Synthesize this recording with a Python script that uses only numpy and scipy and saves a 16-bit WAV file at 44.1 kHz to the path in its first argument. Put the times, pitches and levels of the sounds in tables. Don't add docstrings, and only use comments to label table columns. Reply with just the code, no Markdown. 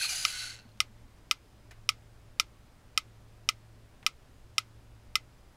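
import sys
import numpy as np
from scipy import signal
from scipy.fft import rfft, irfft
from scipy.io import wavfile
from scipy.ndimage import uniform_filter1d

SR = 44100
rng = np.random.default_rng(int(sys.argv[2]) if len(sys.argv) > 2 else 0)


def to_wav(sig):
    pcm = np.clip(np.atleast_2d(sig), -1, 1) * 32767
    pcm = np.round(pcm).astype(np.int16)
    wavfile.write(sys.argv[1], SR, pcm.T)


def convert_level_to_amplitude(level_db):
    exponent = np.asarray(level_db, float) / 20
    return 10 ** exponent


N = 245195


def evened(x):
    return x / np.sqrt(np.mean(x ** 2) + 1e-20)


def read(points, hz):
    f, value = np.transpose(points)
    return np.interp(np.log(hz + 1), np.log(f + 1), value)


def add(mix, s, sound):
    part = mix[round(s * SR):][:len(sound)]
    part += sound[:len(part)]


def coloured(x, points):
    gain = convert_level_to_amplitude(read(points, np.fft.rfftfreq(len(x), 1 / SR)))
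    return irfft(rfft(x) * gain, len(x))


def resonate(x, hz, width):
    turn = np.exp(2j * np.pi * np.cumsum(hz * np.ones(len(x))) / SR)
    pole = np.exp(-np.pi * width / SR)
    return 2 * (turn * signal.lfilter([1 - pole], [1, -pole], x / turn)).real


def drift(size, smooth_s):
    span = max(round(smooth_s * SR), 1)
    once = uniform_filter1d(rng.standard_normal(size), span)
    return evened(uniform_filter1d(once, span))


# f/Hz, level/dB, t60/s, side of the wall (+-1)
CASE_MODES = [(847, -38.3, 0.0111, -1), (1160, -34.0, 0.0423, 1), (1268, -20.9, 0.0321, -1),
              (1357, -30.8, 0.0386, 1), (2030, -25.7, 0.0294, -1), (2170, -19.0, 0.0077, 1),
              (2403, -32.8, 0.0303, 1), (2472, -14.6, 0.014, 1), (2810, -16.8, 0.0094, 1),
              (3106, -17.4, 0.0122, -1), (3238, -20.4, 0.0111, -1), (3620, -11.2, 0.0068, -1),
              (3905, -27.3, 0.0203, -1), (4053, -27.0, 0.0084, 1), (4630, -34.0, 0.0328, 1),
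              (4755, -22.7, 0.0174, -1), (5044, -32.9, 0.0309, 1), (5171, -26.3, 0.0127, 1),
              (5357, -12.1, 0.0108, 1), (5616, -21.7, 0.0111, -1), (5943, -17.8, 0.0088, -1),
              (6303, -23.3, 0.0063, 1), (7177, -24.0, 0.0119, 1), (8394, -35.6, 0.0185, -1),
              (9034, -23.3, 0.0072, 1), (9671, -33.3, 0.0111, 1), (11247, -39.1, 0.0125, 1),
              (12432, -39.2, 0.012, -1), (13630, -33.4, 0.0055, -1)]
# f/Hz, spectral level/dB per Hz
STEEL_SPECTRUM = [(700, -28), (1500, -20), (2200, -10), (5000, -3.5), (7000, -8), (10000, -11),
                  (13000, -15), (16000, -26.5)]
# f/Hz, spectral level/dB per Hz
SCATTER_SPECTRUM = [(600, -39), (1100, -16), (1290, 1), (1470, -12.5), (1800, -22.5), (2080, -3),
                    (2500, -7.5), (4300, -12), (5400, -13), (9000, -26.5), (16000, -41)]


def tick(strength_db, chatter_db, deck_db):
    t = np.arange(8000) / SR
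    contact_s = .00048
    ring = sum(side * convert_level_to_amplitude(db - 60 * t / t60) * np.sin(2 * np.pi * hz * t)
               for hz, db, t60, side in CASE_MODES)
    ring = ring * (1 - np.exp(-t / contact_s))
    noise = rng.standard_normal((3, len(t)))
    rebounds = coloured(noise[0], [(1400, -9), (1900, 0)])
    rebounds = rebounds * (1 - np.exp(-t / .003)) * convert_level_to_amplitude(-60 * t / .022)
    wobble = signal.fftconvolve(rebounds, ring)[:len(t)] * convert_level_to_amplitude(-23.5)
    edge = evened(coloured(noise[1], STEEL_SPECTRUM))
    edge = edge * (1 - np.exp(-t / 0.00033)) * convert_level_to_amplitude(-26 - 60 * t / 0.034)
    two_decays = convert_level_to_amplitude(-36.0 - 60 * t / .09) + convert_level_to_amplitude(-59.5 - 60 * t / 0.22)
    scatter = evened(coloured(noise[2], SCATTER_SPECTRUM)) * (1 - np.exp(-t / 0.0019)) * two_decays
    plate_hz, plate_t60 = 2045, .055
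    deck = -convert_level_to_amplitude(deck_db - 60 * t / plate_t60) * np.sin(2 * np.pi * plate_hz * t)
    deck = deck * (1 - np.exp(-t / 0.0049))
    return deck + convert_level_to_amplitude(strength_db) * (ring + scatter) + convert_level_to_amplitude(chatter_db) * (wobble + edge)


# t/s, strength level/dB, chatter level/dB, deck ring level/dB
STRIKES = [
    (0.2507, 0, -1.5, -42),
    (0.8033, 0.5, 1, -31.5),
    (1.3114, 1, -1, -38),
    (1.8905, 1, 0, -41),
    (2.3978, 0.5, 2, -45),
    (2.976, 0, 0.5, -40.5),
    (3.489, 0.5, -0.5, -38),
    (4.0644, 0.5, -1, -37.5),
    (4.5816, 0, 0.5, -36.5),
    (5.155, 0, 1, -24),
]


def metronome(mix):
    for s, *strike in STRIKES:
        add(mix, s, tick(*strike))


def gear_drive(speed):
    size = len(speed)
    teeth_per_s = 420 * speed
    loose = np.interp(speed, (.3, .8), (.3, .8))
    turns = np.cumsum(teeth_per_s * (1 + .2 * drift(size, smooth_s=0.0049))) / SR
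    since = (turns % 1) / teeth_per_s
    tooth = (1 - np.exp(-since / 0.00022)) * np.exp(-since / 0.0014)
    tooth = tooth * convert_level_to_amplitude(3.8 * drift(size, smooth_s=0.0099))
    struck = rng.random(size) < 6000 / SR
    grit = convert_level_to_amplitude(2.1 * np.minimum(rng.exponential(1, size), 4)) * struck
    force = (1 - loose) * evened(tooth) + loose * evened(grit + 0.69)
    drive = rng.standard_normal(size) * force
    return drive / np.sqrt(uniform_filter1d(drive ** 2, 1500))


def housing(drive, peaks):
    rung = 0
    for hz, width, db in peaks:
        lean = convert_level_to_amplitude(db + 2.8 * drift(len(drive), smooth_s=0.011))
        rung = rung + lean * resonate(drive, hz, 0.33 * width + 70)
    return evened(rung)


# t/s, peak level/dB, ringing f/Hz
SLACK_JOLTS = [
    (.011, -20.5, 1560),
    (.033, -35, 2560),
    (.034, -47, 740),
    (0.046, -28, 1246),
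    (0.09, -23, 2400),
    (.127, -33, 729),
]


def jolts(out):
    t = np.arange(1200) / SR
    for s, peak_db, hz in SLACK_JOLTS:
        ring = convert_level_to_amplitude(peak_db - 60 * t / 0.029) * np.sin(2 * np.pi * hz * t)
        add(out, s, ring * (1 - np.exp(-t / 0.0024)))


# t/s, level/dB
GEAR_LOAD = [(0, -37), (.045, -31.5), (.082, -42), (.096, -35), (.14, -36.5), (.31, -41), (.43, -40.5),
             (.525, -47), (.63, -65.5)]
# f/Hz, width/Hz, level/dB
PULLING_PEAKS = [(1560, 92, -11), (2528, 100, 1), (3980, 160, -3), (4284, 92, 7.5), (4690, 31, -15),
                 (6250, 410, -5), (8150, 45, -15.5), (8920, 29, -16), (10450, 180, 0), (11400, 92, -17.5)]
# f/Hz, width/Hz, level/dB
BRAKING_PEAKS = [(2400, 24, -6), (2874, 43, -3), (4190, 51, -1.5), (4560, 47, -1), (4820, 96, 4),
                 (5790, 53, -7), (6250, 120, 0.5), (6920, 48, 0.5), (9780, 130, -18), (10280, 230, -4)]
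# f/Hz, width/Hz, level/dB
COASTING_PEAKS = [(1500, 54, 3.5), (2080, 74, -7.5), (2670, 180, -8), (2990, 70, -11), (4010, 120, -1),
                  (4356, 70, 2.5), (5450, 78, -11), (6320, 130, -7.5), (6970, 220, -44), (9730, 300, -12)]
# f/Hz, spectral level/dB per Hz
SHELL_SPECTRUM = [(400, -44), (720, -4), (1060, -26.5), (1490, 2), (1750, -7.5), (2500, -9), (3400, -5.5),
                  (4300, -5.5), (7200, -8.5), (8800, -11.5), (10300, -7), (11100, -24), (12700, -29),
                  (15800, -31)]
# chassis level/dB, wheel frame level/dB, bearing hiss level/dB
PART_LEVELS = [
    (-9, -4, -8),
    (-6.5, -6, -6.5),
    (-9.5, -5, -8),
]


def motors():
    t = np.arange(round(.7 * SR)) / SR
    gearbox_db = np.interp(t, *np.transpose(GEAR_LOAD))
    standstill_s = .68
    speed = np.maximum(1 - (t / standstill_s) ** 2.5, .1)
    stage = np.interp(t, (.075, .095, .23, .33), (0, 1, 1, 2))
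    drive = gear_drive(speed)
    rung = 0
    for k, peaks in enumerate((PULLING_PEAKS, BRAKING_PEAKS, COASTING_PEAKS)):
        share = np.clip(1 - abs(stage - k), 0, 1)
        rung = rung + np.sqrt(share) * housing(drive, peaks)
    whole = rung + convert_level_to_amplitude(-3) * evened(coloured(drive, SHELL_SPECTRUM))
    below = [coloured(whole, [(.95 * hz, 0), (1.15 * hz, -40)]) for hz in (1900, 3400, 8300)]
    chassis, frame, gearbox, hiss = map(evened, np.diff([0 * t, *below, whole], axis=0))
    out = gearbox
    for part, stage_db, rest_db in zip((chassis, frame, hiss), np.transpose(PART_LEVELS), (10, 2, -11)):
        part_db = np.interp(stage, np.arange(3), stage_db) + rest_db * (1 - speed) ** 2
        out = out + convert_level_to_amplitude(part_db) * part
    out = convert_level_to_amplitude(gearbox_db) * out
    jolts(out)
    out = coloured(out, [(700, -6), (1000, -1), (1250, -1.5), (12600, 1.0), (13400, -3.0), (15800, -10.5)])
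    return out * np.clip((.635 - t) / 0.035, 0, 1)


# (f/Hz, level/dB)
REVERBERATION = (-18, 0.47, [(1000, 2), (4000, -2.5), (9000, -13)])


def room(x):
    wet_db, t60, colour = REVERBERATION
    t = np.arange(SR // 2) / SR
    tail = coloured(rng.standard_normal(len(t)), colour) * convert_level_to_amplitude(-60 * t / t60)
    return convert_level_to_amplitude(wet_db) * signal.fftconvolve(x, tail / np.linalg.norm(tail))


def knock(peak_db, t60, hz, bright_db):
    t = np.arange(6000) / SR
    burst = rng.standard_normal(len(t))
    width = 1.5 * hz
    body = evened(resonate(resonate(burst, hz, width), hz, width))
    edge = evened(resonate(resonate(burst, 4500, 5500), 5200, 6000))
    edge = convert_level_to_amplitude(bright_db - 60 * t / 0.11) * edge
    return convert_level_to_amplitude(peak_db - 6 - 60 * t / t60) * (1 - np.exp(-t / 0.00054)) * (body + edge)


# t/s, peak level/dB, t60/s, centre f/Hz, brightness level/dB
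FAR_KNOCKS = [
    (0.653, -55, 0.037, 600, -25),
    (0.690, -57, 0.04, 3300, -11),
    (.772, -59, .04, 3500, -6),
    (1.7094, -45, 0.11, 1600, -2.5),
    (4.0276, -42.5, 0.046, 1350, -25),
    (4.042, -50, .03, 750, -25),
]


def far_knocks(mix):
    for s, *blow in FAR_KNOCKS:
        add(mix, s, knock(*blow))


# t/s, peak level/dB, f/Hz, length/s
DESK_THUMPS = [
    (.645, -50.5, 227, 0.031),
    (.714, -61, 4100, .009),
    (.74, -55.5, 211.5, 0.048),
    (.88, -54.5, 212, 0.055),
    (1.035, -56.5, 243, 0.045),
]


def desk(mix):
    for s, peak_db, hz, length in DESK_THUMPS:
        t = np.arange(round(length * SR)) / SR
        swell = np.sin(np.pi * t / length) ** 2
        add(mix, s, convert_level_to_amplitude(peak_db) * swell * np.sin(2 * np.pi * hz * t))


def idle_whine():
    t = np.arange(N) / SR
    spread_s = 0.27
    pitch_surge = np.exp(-((t - 1.6) / spread_s) ** 2)
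    level_surge = np.exp(-((t - 1.45) / spread_s) ** 2)
    turns = np.cumsum(4962 + 74 * pitch_surge + 10 * drift(N, smooth_s=.02)) / SR
    return convert_level_to_amplitude(-84 + 5 * level_surge) * (t > 0.4) * np.sin(2 * np.pi * turns)


def fans():
    t = np.arange(N) / SR
    beats_per_s, quiet_s = .72, 1.33
    turns = np.cumsum(109.9 + .5 * drift(N, smooth_s=.05)) / SR
    pair = convert_level_to_amplitude(-63.5) - convert_level_to_amplitude(-65.5) * np.exp(2j * np.pi * beats_per_s * (t - quiet_s))
    hum = (pair * np.exp(2j * np.pi * turns)).real
    hum = np.sqrt(2) * convert_level_to_amplitude(0.86 * drift(N, smooth_s=0.093)) * hum
    blade_turns = np.cumsum(599 + 3 * drift(N, smooth_s=.05)) / SR
    return hum + convert_level_to_amplitude(-76.5) * np.sin(2 * np.pi * blade_turns)


# f/Hz, width/Hz, level/dB
DUCT_DRONES = [(60.4, 17, -64.5), (21.6, 4.2, -64.5)]


def ducts():
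    out = np.zeros(N)
    for hz, width, db in DUCT_DRONES:
        flow = rng.standard_normal(N)
        out += convert_level_to_amplitude(db) * evened(resonate(resonate(flow, hz, width), hz, width))
    return out


# f/Hz, spectral level/dB per Hz
AIR_SPECTRUM = [(10, -23), (22, -6), (30, -18), (40, -4), (50, -11), (65, -10), (82, -16), (115, -8),
                (141, -17.5), (262, -19), (500, -24), (1100, -28), (9100, -42.5), (15800, -49.5)]


def air():
    frames, hz = N // 512 + 5, np.fft.rfftfreq(2048, 1 / SR)
    a, b, patches = rng.standard_normal((frames, 1025, 3)).T
    patches = evened(uniform_filter1d(uniform_filter1d(patches, 20, 0), 8, 1))
    z = (a + 1j * b) * convert_level_to_amplitude(read(AIR_SPECTRUM, hz)[:, None] + .6 * patches)
    rush = signal.istft(z, nperseg=2048, noverlap=1536)[1][:N]
    return convert_level_to_amplitude(-58) * evened(rush)


def scene():
    mix = air() + ducts() + fans() + idle_whine()
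    metronome(mix)
    gears = motors()
    add(mix, 0, gears)
    add(mix, .01, room(gears))
    far_knocks(mix)
    desk(mix)
    return mix[None]


def top_cut(x):
    return signal.sosfilt(signal.butter(12, 16800, fs=SR, output="sos"), x)


def record(dry):
    lowpass = signal.firwin(255, 15850, window=("kaiser", 6), fs=SR)
    mix = signal.oaconvolve(dry, lowpass[None], "same")
    return top_cut(mix)


dry = scene()
out = record(dry)
to_wav(out)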